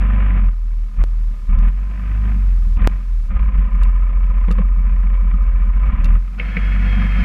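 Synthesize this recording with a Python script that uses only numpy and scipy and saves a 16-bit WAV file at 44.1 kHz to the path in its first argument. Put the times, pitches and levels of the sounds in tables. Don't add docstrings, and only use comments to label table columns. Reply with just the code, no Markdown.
import sys
import numpy as np
from scipy import signal
from scipy.fft import rfft, irfft
from scipy.io import wavfile
from scipy.ndimage import uniform_filter1d

SR = 44100
rng = np.random.default_rng(int(sys.argv[2]) if len(sys.argv) > 2 else 0)


def unload_wav(signal):
    wavfile.write(
        sys.argv[1],
        SR,
        np.round(np.clip(np.atleast_2d(signal).T, -1, 1) * 32767).astype(np.int16),
    )


def to_linear_factor(level_db):
    exponent = np.asarray(level_db, float) / 20
    return 10 ** exponent


N = 319284


def evened(x):
    return x / np.sqrt(np.mean(x ** 2) + 1e-20)


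def curve(rows, axis=1):
    rows = np.array(rows)
    return np.interp(np.arange(N) / SR, rows[:, 0], rows[:, axis])


def read(points, hz):
    f, value = np.transpose(points)
    return np.interp(np.log(hz + 1), np.log(f + 1), value)


def add(mix, s, sound):
    part = mix[round(s * SR):][:len(sound)]
    part += sound[:len(part)]


def coloured(x, points):
    return evened(irfft(rfft(x) * to_linear_factor(read(points, np.fft.rfftfreq(N, 1 / SR))), N))


def resonate(x, modes, count=1):
    out = 0
    for k, (hz, width, db) in enumerate(modes):
        ring = x
        for _ in range(count):
            ring = signal.lfilter(*signal.iirpeak(hz, hz / width, SR), ring)
        out = out + (-1) ** k * to_linear_factor(db) * evened(ring)
    return evened(out)


def drift(per_s):
    size = int(SR / per_s)
    return evened(uniform_filter1d(uniform_filter1d(rng.standard_normal(N), size), size))


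def bumps(rows):
    t = np.arange(0, N + 64, 64) / SR
    total = 0
    for s, half, db in rows:
        total = total + db * np.cos(np.pi / 2 * np.clip((t - s) / half, -1, 1)) ** 2
    return np.interp(np.arange(N) / SR, t, total)


# (time [s], firing rate [1/s])
SPEED = [(0, 23.7), (.27, 24.3), (.55, 20.1), (.91, 19.3), (1.03, 20.8), (1.48, 18.4), (1.91, 24.6),
         (2.3, 25.4), (2.68, 19.3), (2.96, 22.6), (3.38, 16.8), (3.78, 14.25), (4.7, 14.5), (5.76, 14.2),
         (6, 18.9), (6.45, 24), (7, 23.5), (7.24, 24.1)]


def engine_speed():
    rate = uniform_filter1d(curve(SPEED), size=3000)
    turns = np.cumsum(rate * (1 + .005 * drift(10))) / SR + .7
    return rate, turns


# (start [s], end [s], hum [dB], rattle trim [dB], hiss as the wind filter comes in [dB])
OPEN = [
    (0, 0.505, -12, 0.5, -67),
    (0.983, 1.034, -7.5, -2, -65),
    (1.495, 1.698, -9, -0.5, -66),
    (2.776, 2.876, -8.5, 1.1, -64.5),
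    (3.297, 6.18, -12, 0.85, -65),
]
# (time [s], half width [s], level [dB])
SURGES = [(.5, 0.16, -4.5), (.53, 0.051, 5), (.7, 0.32, -3), (2.28, 0.093, 4), (1.85, 0.18, -0.5),
          (2.5, 0.11, 1), (2.66, 0.096, 4.5), (2.92, 0.11, 5.5), (3.83, 0.074, 5), (4.61, 0.024, 6),
          (4.75, 0.18, -2.5), (5.15, 0.02, 5.5), (5.86, 0.2, 3), (6.3, 0.069, -3.5)]
HISS_OPEN_DB = -71


def levels(rate):
    t = np.arange(N) / SR
    hum_db, hiss_db = np.zeros((2, N))
    rattle_db = -56 + 2 * np.maximum(rate - 19.5, 0)
    for start, end, open_db, trim_db, left_db in OPEN:
        is_open = (t >= start) & (t <= end)
        creep_db = left_db + 4.5 * (t - end)
        hiss_db = np.where(t > end, creep_db, np.where(t >= start, HISS_OPEN_DB, hiss_db))
        hum_db = np.where(t > end, creep_db + 49, np.where(t >= start, open_db, hum_db))
        open_rattle_db = -45.5 + trim_db + .89 * (rate - 14.4)
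        rattle_db = np.where(is_open, open_rattle_db, rattle_db)
    shake_db = (curve(WINCH) + 99) * (t > WINCH[0][0]) - 99 - 7
    rattle_db = np.maximum(rattle_db, shake_db)
    switch_s = .03
    hum_db, rattle_db, hiss_db = uniform_filter1d([hum_db, rattle_db, hiss_db], int(switch_s * SR), axis=1)
    return hum_db, rattle_db + bumps(SURGES), hiss_db


# (multiple of the firing rate, level [dB])
ORDER_DB = [(1, -4), (2, 0), (3, 0), (4, 4), (5, -2), (6, -8)]
# (frequency [Hz], level [dB])
MOUNT = [(14, -55), (29, -26), (38, -4), (43, 0), (49, -2), (57, -18), (64, -27), (72, -27), (96, -24),
         (110, -37), (150, -46)]
# (time [s], half width [s], level [dB])
SAGS = [(.47, 0.089, 2), (.57, 0.068, -1), (.92, 0.095, -9.5), (.965, 0.01, -2), (1.385, 0.11, -10),
        (1.46, 0.046, -6.5), (1.565, 0.013, -15), (1.97, 0.21, -5.5), (2.5, 0.15, 2), (2.797, 0.024, -16),
        (2.9, 0.021, -5), (3.03, 0.11, -6.5), (3.28, 0.11, -5.5), (3.385, 0.015, -11),
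        (3.517, 0.032, -10.5), (3.59, 0.014, 6.5), (3.695, 0.033, -14), (3.85, 0.081, 3.5), (4.11, .05, -4),
        (4.33, 0.019, -5), (5.73, 0.02, -3.5), (5.917, 0.022, -13), (5.967, 0.027, -11), (6.13, 0.11, 4),
        (6.35, 0.18, -8.5), (6.54, 0.11, -6.5), (7.1, 0.18, -2.5), (7.24, 0.015, -25)]


def hum(rate, turns, hum_db, rattle_db):
    frame_db = 0.38 * (uniform_filter1d(rattle_db, size=3000) + 42.5)
    tones, power = 0, 0
    for k, db in ORDER_DB:
        by_frame = np.clip(k * rate / 10 - 5, 0, 1)
        gain = to_linear_factor(db + read(MOUNT, k * rate) + 1.4 * drift(5.1) + frame_db * by_frame)
        tones = tones + gain * np.cos(2 * np.pi * (k * turns + rng.random()))
        power = power + gain ** 2 / 2
    return to_linear_factor(hum_db + bumps(SAGS)) * tones / np.sqrt(power)


# (frequency [Hz], width [Hz], level [dB])
PANEL = [(168.8, 32.5, -2), (211.6, 58, -0.5), (258.2, 85, -9)]
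# (time [s], half width [s], level [dB])
JOGS = [(.65, 0.05, 8), (1.3, 0.078, 5), (1.53, 0.041, -1), (2.36, 0.068, 8), (2.7, 0.053, 6.5),
        (2.81, 0.033, 1), (3.56, 0.054, 6.5), (3.84, .05, -5), (4.08, 0.14, -4.5), (4.26, 0.028, -0.5),
        (4.45, 0.036, -15), (4.51, 0.057, 8), (4.6, 0.024, 14.5), (5.05, 0.037, 3.5), (5.18, 0.059, -9),
        (5.4, .04, -6), (5.5, 0.044, -7), (6.08, 0.063, 0.5), (6.57, .03, 11.5), (6.69, 0.089, 0),
        (6.82, 0.1, 6.5), (7.02, 0.09, 9), (7.2, 0.099, 8)]


def boom(rate, turns, rattle_db):
    firing = 0
    for k in range(6, 15):
        firing = firing + np.cos(2 * np.pi * (k * turns + rng.random())) * to_linear_factor(2.5 * drift(5))
    shudder = rng.standard_normal(N) * to_linear_factor(2.3 * drift(26))
    clean = np.clip((rate - 8) / 20, 0, .85)
    drive = clean * resonate(firing, PANEL) + np.sqrt(1 - clean ** 2) * .8 * resonate(shudder, PANEL)
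    return to_linear_factor(rattle_db + 7.5 + bumps(JOGS)) * resonate(drive, PANEL)


def jolts(turns, decay, lag):
    u = ((turns - lag) % 1) / decay
    return np.e * u * np.exp(-u)


# (frequency [Hz], width [Hz], level [dB])
RATTLE = [(531.6, 68, 4.5), (1020, 95, 7), (1220, 91, 9), (1302, 170, 1.5), (1762, 60, -1), (2268, 150, 3),
          (2690, 41, -15.5)]
# (frequency [Hz], level [dB])
RATTLE_BED = [(40, -10.5), (70, 2), (130, 8), (280, -3), (400, -13), (750, -9), (920, -15.5), (1500, -8),
              (2500, -11.5), (3000, -21), (3600, -29.5), (4300, -50), (6000, -67)]


def rattle(rate, turns, rattle_db):
    blows = jolts(2 * turns, .2, .0) + .4 * jolts(turns, .09, .9)
    ring, buzz = rng.standard_normal((2, N)) * to_linear_factor(.8 * drift(60))
    steps = np.floor([turns + .04, 2 * turns - .2])
    upper, lower = np.gradient(steps, axis=1) * to_linear_factor(1.0 * drift(40))
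    taps = 0.86 * resonate(upper, RATTLE[2:4], count=3) + resonate(lower, RATTLE[1:2], count=3)
    brackets = .6 * taps + .9 * resonate(ring * (.7 + blows), RATTLE, count=2)
    share = 1.88 * (rate / 18) ** 1.7
    frame = coloured(buzz * (1.5 + blows) * to_linear_factor(2.4 * drift(300)), RATTLE_BED)
    return to_linear_factor(rattle_db + 4.5) * (brackets + share * frame) / np.sqrt(0.97 + share ** 2)


# (frequency [Hz], level [dB])
HISS_COLOUR = [(300, 17), (1000, 8), (3000, 5), (5000, 3.5), (9000, -4), (12000, -5.5), (14500, -8),
               (15500, -17)]


def hiss(hiss_db):
    follow_db = .5 * np.maximum(bumps(SAGS), -6)
    hiss_db = hiss_db + follow_db * (hiss_db < HISS_OPEN_DB + 1)
    flutter_db = 2.2 * drift(150) * (hiss_db < HISS_OPEN_DB + 2)
    return to_linear_factor(hiss_db + 8 + flutter_db) * coloured(rng.standard_normal(N), HISS_COLOUR)


# (time [s], level [dB])
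CREAKS = [
    (0.484, -58.5),
    (1.642, -54),
    (1.664, -59.5),
    (1.681, -53),
    (6.078, -60.5),
    (6.127, -54.5),
    (6.138, -54.5),
    (6.15, -58),
    (6.165, -58.5),
]


def creaks():
    out = np.zeros(N)
    for s, db in CREAKS:
        add(out, s, to_linear_factor(db) * np.diff(rng.standard_normal(301)) * np.hanning(300))
    return out


# (time [s], level [dB], ring [Hz], body [dB], low thud [dB])
KNOCKS = [(1.005, -32, 1100, -46, -45), (1.49, -40, 1010, -64, -24), (2.77, -34, 1010, -42, -23),
          (2.792, -33, 1230, -46, -25), (2.817, -25, 1250, -37, -39), (2.844, -22.5, 1610, -41, -28),
          (3.394, -30.5, 1070, -45, -28), (4.483, -26.5, 1020, -27, -17.5),
          (4.506, -26.5, 1220, -26, -13.5), (4.583, -24.5, 1070, -24, -17.5),
          (5.139, -36, 1020, -53, -40.5), (5.34, -39, 1260, -51, -27), (5.403, -48, 1190, -47, -32),
          (5.928, -32, 1030, -47, -30), (6.277, -36.5, 1240, -56, -34.5), (6.397, -13, 2470, -30.5, -62),
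          (6.567, -12.5, 2280, -28, -23)]


def knocks():
    out, t = np.zeros(N), np.arange(6000) / SR
    for s, db, hz, body_db, thud_db in KNOCKS:
        burst = rng.standard_normal(len(t)) * to_linear_factor(-60 * t / .045) * np.minimum(t / .003, 1)
        ring = resonate(burst, [(hz, 0.17 * hz, 0), (2100, 1500, -5)], count=2)
        body = resonate(burst, [(483, 130, 14), (784, 37, -7.5)], count=2)
        thud = to_linear_factor(thud_db - 60 * t / .12) * np.sin(2 * np.pi * 195 * t) * np.minimum(t / 0.0039, 1)
        struck = to_linear_factor(db) * ring / abs(ring).max() + to_linear_factor(body_db - 2) * body / abs(body).max()
        add(out, s - .002, struck + thud)
    return signal.sosfilt(signal.butter(4, 3300, fs=SR, output="sos"), out)


# (time [s], level [dB])
POPS = [
    (1.039, -12),
    (2.874, 2),
]


def pops():
    out, t = np.zeros(N), np.arange(4000) / SR
    u = t / .00035
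    swing = (1 - 1.6 * u) * np.exp(-.75 * u) * (1 - np.exp(-t / .00004))
    for s, db in POPS:
        add(out, s, to_linear_factor(db) * swing)
    return out


# (time [s], level [dB])
TICKS = [
    (1.587, -37),
    (3.8333, -28.5),
    (4.5124, -26.5),
    (4.5238, -34),
    (6.0441, -24.5),
    (6.0549, -32.5),
]
# (frequency [Hz], level [dB], t60 [s])
TICK_MODES = [(2700, 2, .05), (3600, -3, .012), (4600, -7, .003), (12000, -13, .003)]


def ticks():
    out, t = np.zeros(N), np.arange(4000) / SR
    bright = signal.butter(1, [1800, 7500], "band", fs=SR)
    modes = [(hz, 2.2 / t60, db) for hz, db, t60 in TICK_MODES]
    for s, db in TICKS:
        crack = rng.standard_normal(len(t)) * to_linear_factor(-60 * t / .014) * np.minimum(t / .0007, 1)
        rings = resonate(crack, modes)
        add(out, s, to_linear_factor(db - 7.0) * (signal.lfilter(*bright, crack) + 1.6 * rings / abs(rings).max()))
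    return out


# (time [s], level [dB])
WINCH = [
    (6.37, -87),
    (6.386, -38),
    (6.5, -38),
    (6.62, -35),
    (6.85, -34.5),
    (7.0, -32),
    (7.13, -34),
    (7.24, -31.5),
]
# (frequency [Hz], width [Hz], level [dB])
WINCH_MODES = [(499, 83, -4.5), (706, 45, -4), (1296, 40, -6.5), (1448, 37, 1), (1737, 170, 0.5),
               (2188, 140, 7.5), (2570, 120, -5.5)]
# (frequency [Hz], level [dB])
WINCH_BED = [(300, -15.5), (700, -15.5), (920, -8), (1300, -1.5), (2300, -0.5), (2900, -7), (3500, -16.5),
             (5000, -27), (7000, -49), (12000, -62)]
# (frequency [Hz], width [Hz], level [dB])
WINCH_WHINE = [(4290, 80, 0), (4580, 120, -6), (4950, 100, -2), (5600, 160, -3), (6370, 130, -8)]
# (time [s], frequency [Hz], level against the grind [dB])
SQUEAL = [
    (6.38, 3150, -24),
    (6.52, 3260, -14),
    (6.65, 3270, -15),
    (6.83, 3290, -23),
    (6.88, 3260, -12),
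    (7.1, 3200, -13),
    (7.24, 3170, -15),
]


def winch():
    drive = rng.standard_normal(N) * to_linear_factor(1.5 * drift(150) + .8 * drift(25))
    grind = 0.74 * coloured(drive, WINCH_BED) + 0.97 * resonate(drive, WINCH_MODES, count=2)
    whine = resonate(drive, [(hz, 1.7 * width, db) for hz, width, db in WINCH_WHINE], count=2)
    phase = 2 * np.pi * np.cumsum(curve(SQUEAL) + 22 * drift(120)) / SR
    squeal = to_linear_factor(curve(SQUEAL, axis=2) + 1.5 + 1.5 * drift(30)) * np.sin(phase)
    sound = evened(grind) + .045 * whine + squeal
    return to_linear_factor(curve(WINCH)) * sound * (np.arange(N) > WINCH[0][0] * SR)


def scene():
    rate, turns = engine_speed()
    hum_db, rattle_db, hiss_db = levels(rate)
    engine = hum(rate, turns, hum_db, rattle_db)
    engine = engine + boom(rate, turns, rattle_db) + rattle(rate, turns, rattle_db)
    housing = creaks() + pops() + ticks()
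    return (engine + hiss(hiss_db) + housing + knocks() + winch())[None]


def band_limit(x):
    return signal.sosfilt(signal.butter(12, 15400, fs=SR, output="sos"), x)


def record(dry):
    over = np.maximum(abs(dry) - .65, 0)
    bent = dry - np.sign(dry) * (over - .22 * np.tanh(over / .22))
    return band_limit(bent)


dry = scene()
out = record(dry)
unload_wav(out)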